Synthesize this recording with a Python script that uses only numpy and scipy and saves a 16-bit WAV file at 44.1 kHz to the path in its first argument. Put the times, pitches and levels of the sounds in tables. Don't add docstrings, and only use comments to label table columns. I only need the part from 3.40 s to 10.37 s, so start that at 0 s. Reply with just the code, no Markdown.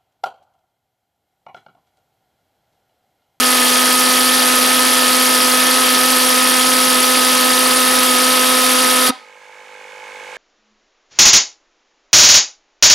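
import sys
import numpy as np
from scipy import signal
from scipy.fft import rfft, irfft, next_fast_len
from scipy.io import wavfile
from scipy.ndimage import uniform_filter1d

SR = 44100
rng = np.random.default_rng(int(sys.argv[2]) if len(sys.argv) > 2 else 0)


def file_out(sig):
    cols = np.atleast_2d(sig).T
    lim = np.clip(cols, -1, 1)
    pcm = np.round(lim * 32767).astype(np.int16)
    wavfile.write(sys.argv[1], SR, pcm)


N = 307377
T = np.arange(N) / SR
SIZE = next_fast_len(N + SR)
HZ = np.maximum(np.fft.rfftfreq(SIZE, 1 / SR), 1)

# frequency in Hz, shared part from 0 to 1.
LIKENESS = [(60, .6), (130, .35), (330, .12), (1000, .15), (1500, .65), (2500, .85), (4000, .87),
            (5000, .97), (8000, .996), (13000, .999)]


def undb(db):
    return 10 ** (np.asarray(db) / 20)


def level(x, db):
    return x * undb(db) / np.sqrt(np.mean(x ** 2))


def over_hz(table, axis=1):
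    rows = np.array(table, float)
    return np.interp(np.log(HZ), np.log(rows[:, 0]), rows[:, axis])


def walk(rate):
    hold = int(SR / rate)
    steps = np.repeat(rng.standard_normal(N // hold + 1), hold)
    x = uniform_filter1d(uniform_filter1d(steps, hold), hold)[:N]
    return x / x.std()


def spread(shared, own, alike):
    mid = np.sqrt((1 + alike) / 2) * shared
    side = np.sqrt((1 - alike) / 2) * own
    return irfft(np.array([mid + side, mid - side]), SIZE)[:, :N]


def cycles():
    hot_hz, cold_gap_hz, warming_s = 254.5, 3.0, 1.4
    waver_hz = .9 * walk(50) + .25 * walk(4)
    rate_hz = hot_hz - cold_gap_hz * np.exp(-T / warming_s) + waver_hz
    return np.cumsum(rate_hz) / SR


def pulse(turns):
    # multiple of the firing rate, relative level in dB,
    # growth in dB per second.
    tones = [(0.9996, -0.5, 0), (1.998, -5, 0.8), (3, -5, 0), (4.014, -6, 0.69), (4.994, 1.5, 0.3),
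             (5.98, -29, 0), (6.984, -5, -0.5), (8.03, -15, 0.2), (8.83, -19.5, 1), (10.01, -11, -0.5),
             (11, -14, 1), (12.07, -14, -0.5), (12.95, -9, -1.05), (14.3, -26, 3), (14.8, -18, 2),
             (15.8, -14, -1), (16.73, -21, -2.5), (18.23, -12, -1), (18.75, -15, 1), (21, -21.5, 0),
             (21.93, -14.5, 0), (22.85, -17, 0.5)]
    waver_db = .25
    total = 0
    for multiple, db, growth in tones:
        tone_db = db + growth * T + waver_db * np.sqrt(multiple) * walk(60)
        total = total - undb(tone_db) * np.cos(2 * np.pi * multiple * turns)
    return level(total, 0)


def ports(x):
    # frequency in Hz, lead of the left in radians,
    # left minus right in dB.
    lean_rows = [(60, 0, 0), (254, -.39, -1.2), (508, 1.15, -1.6), (762, 2.8, -4), (1016, 2.8, -8.5),
                 (1270, .24, -2.4), (1780, 0, 0)]
    lean = undb(over_hz(lean_rows, axis=2) / 2) * np.exp(.5j * over_hz(lean_rows))
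    return irfft(rfft(x, SIZE) * np.array([lean, 1 / lean]), SIZE)[:, :N]


def gas(turns):
    # centre in Hz, start after the pulse in cycles, length in cycles,
    # steady hiss between bursts in dB, scatter between firings in dB.
    bands = [(145, 0.028, 0.82, -10, 3.5), (520, -0.024, 0.72, 1, 2.5), (1446, -0.043, 0.99, 9, 5.5),
             (2810, -0.076, .4, -10, 2), (4730, -0.085, 0.35, -13.5, 1.5), (9300, 0.021, 0.38, -18.5, 1.67),
             (13500, 0.037, 0.41, -21, 2.5)]
    # frequency in Hz, relative level in dB per Hz.
    exhaust = [(20, -36), (60, -28.5), (150, -16.5), (260, -4.5), (600, -3), (1000, -1), (2800, -4),
               (3300, -1), (3900, -4.5), (4550, -2), (7400, -9.5), (10200, -2), (12500, -8.5),
               (14500, -19.5)]
    rise = 0.088
    centres = np.log([row[0] for row in bands])
    out = 0
    for b, (_, start, length, between_db, scatter_db) in enumerate(bands):
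        since = (turns - start) % 1
        firing = (turns - start + 1).astype(int)
        size = undb(scatter_db * rng.standard_normal(N // 100))[firing]
        shape = np.minimum(since / rise, 1) * np.exp(-(since / length) ** 3)
        puff = level(shape * size + undb(between_db), 0)
        share = np.sqrt(np.interp(np.log(HZ), centres, np.arange(len(bands)) == b))
        out = out + share * rfft(puff * rng.standard_normal((2, N)), SIZE)
    return out * undb(over_hz(exhaust))


def trees(sound):
    t60_s, echo_db, first_return_s = .36, -13, .008
    t = T[:SR // 2]
    echo = rng.standard_normal((2, len(t))) * undb(-60 * t / t60_s) * (t > first_return_s)
    echo *= undb(echo_db) / np.sqrt(np.sum(echo ** 2, axis=1, keepdims=True))
    colour = HZ / (HZ + 600j) / (1 + (HZ / 5500) ** 3)
    back = rfft(sound, SIZE) * rfft(echo, SIZE) * colour
    return spread(*back, over_hz(LIKENESS))


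def last_pop():
    # start in seconds, frequency in Hz,
    # level in dB before rise and fade, rise time constant in seconds, time to fade by 60 dB in seconds.
    rings = [(5.693, 255, -6, .006, .05), (5.699, 960, -15, .003, .05), (5.719, 765, -23, .008, .1),
             (5.75, 1010, -34, .006, .12)]
    out = 0
    for start_s, hz, db, rise_s, t60_s in rings:
        t = np.maximum(T - start_s, 0)
        strength = undb(db - 60 * t / t60_s) * (1 - np.exp(-t / rise_s))
        out = out + strength * np.sin(2 * np.pi * hz * t)
    return out


def jet():
    # time in seconds, change of the pulse in dB, change of the gas in dB.
    flame_out = [(5.66, 0, -2.5), (5.68, -3, -1.5), (5.694, -6, -2.5), (5.706, 3, -22), (5.713, -30, -33),
                 (5.73, -60, -69)]
    s, pulse_db, gas_db = np.transpose(flame_out)
    turns = cycles()
    tone = ports(undb(-18.0 + np.interp(T, s, pulse_db)) * pulse(turns)) + last_pop()
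    steady_roar = level(spread(*gas(turns), over_hz(LIKENESS)), -12.5)
    roar = steady_roar * undb(np.interp(T, s, gas_db))
    toward_trees = np.mean(roar + undb(-2.5) * tone, axis=0)
    return tone + roar + trees(toward_trees)


def pump():
    # frequency in Hz, width of each of two equal filters in Hz,
    # relative level in dB, rattle added to the knocks in dB.
    modes = [(100, 30, -33, -51), (221, 120, -26, -53), (363, 51, -17.5, -57), (502, 92, -3, -44),
             (870, 99, -4, -34.5), (1025, 42, -7, -32), (1245, 38, -12.5, -31), (1630, 220, -10.5, -32),
             (2220, 150, -4, -45.5), (2470, 190, -12, -43), (2970, 39.8, -15, -45), (3530, 300, -23, -38),
             (4385, 70, -21, -44), (6430, 1000, -28.5, -40)]
    stroke_hz, first_knock_s, second_knock_s = 50.39, .0105, .0195
    count = (stroke_hz * T).astype(int)
    strength = undb(.7 * rng.standard_normal(N) + 0.5 * (-1) ** count)
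    knocks = rfft(np.diff(count, prepend=0) * strength, SIZE)
    delay_s = np.where(HZ > 1900, first_knock_s, second_knock_s)
    knocks *= np.exp(-2j * np.pi * HZ * delay_s)
    swell = 1 + 0.6 * np.cos(2 * np.pi * stroke_hz * (T - second_knock_s))
    rattle = rfft(rng.standard_normal(N) * swell, SIZE)
    case = 0
    for hz, width, db, rattle_db in modes:
        ring = 1 / (1 + 1j * (HZ / hz - hz / HZ) * hz / width) ** 2
        case = case + undb(db) * (knocks + undb(rattle_db) * rattle) * ring
    return level(irfft(case, SIZE)[:N], -49.0) * undb([[-2.5], [2.3]])


def air():
    # frequency in Hz, relative level in dB per Hz.
    hiss_colour = [(25, -49), (150, -32), (300, -22), (500, -10), (900, -9), (2200, -4), (2800, -8),
                   (4500, -17), (7000, -18), (10000, -25.5), (15600, -41)]
    hiss = rfft(rng.standard_normal((2, N)), SIZE) * undb(over_hz(hiss_colour))
    return level(spread(*hiss, 0.77), -53) * undb([[-2.2], [1.8]])


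def scene():
    return jet() + pump() + air()


def record(dry):
    recovery_db_s, target_db, top_hz = 10.5, -12.0, 15750
    power = uniform_filter1d(np.mean(dry ** 2, axis=0), int(.08 * SR))
    heard_db = 10 * np.log10(power + 1e-12)
    held_db = np.maximum.accumulate(heard_db + recovery_db_s * T) - recovery_db_s * T
    loud = dry * undb(target_db - uniform_filter1d(held_db, int(0.0197 * SR)))
    rounded = loud / (1 + np.abs(loud) ** 4) ** .25
    top_cut = signal.ellip(12, .2, 80, top_hz, fs=SR, output="sos")
    return signal.sosfilt(top_cut, rounded)


dry = scene()
out = record(dry)
file_out(out)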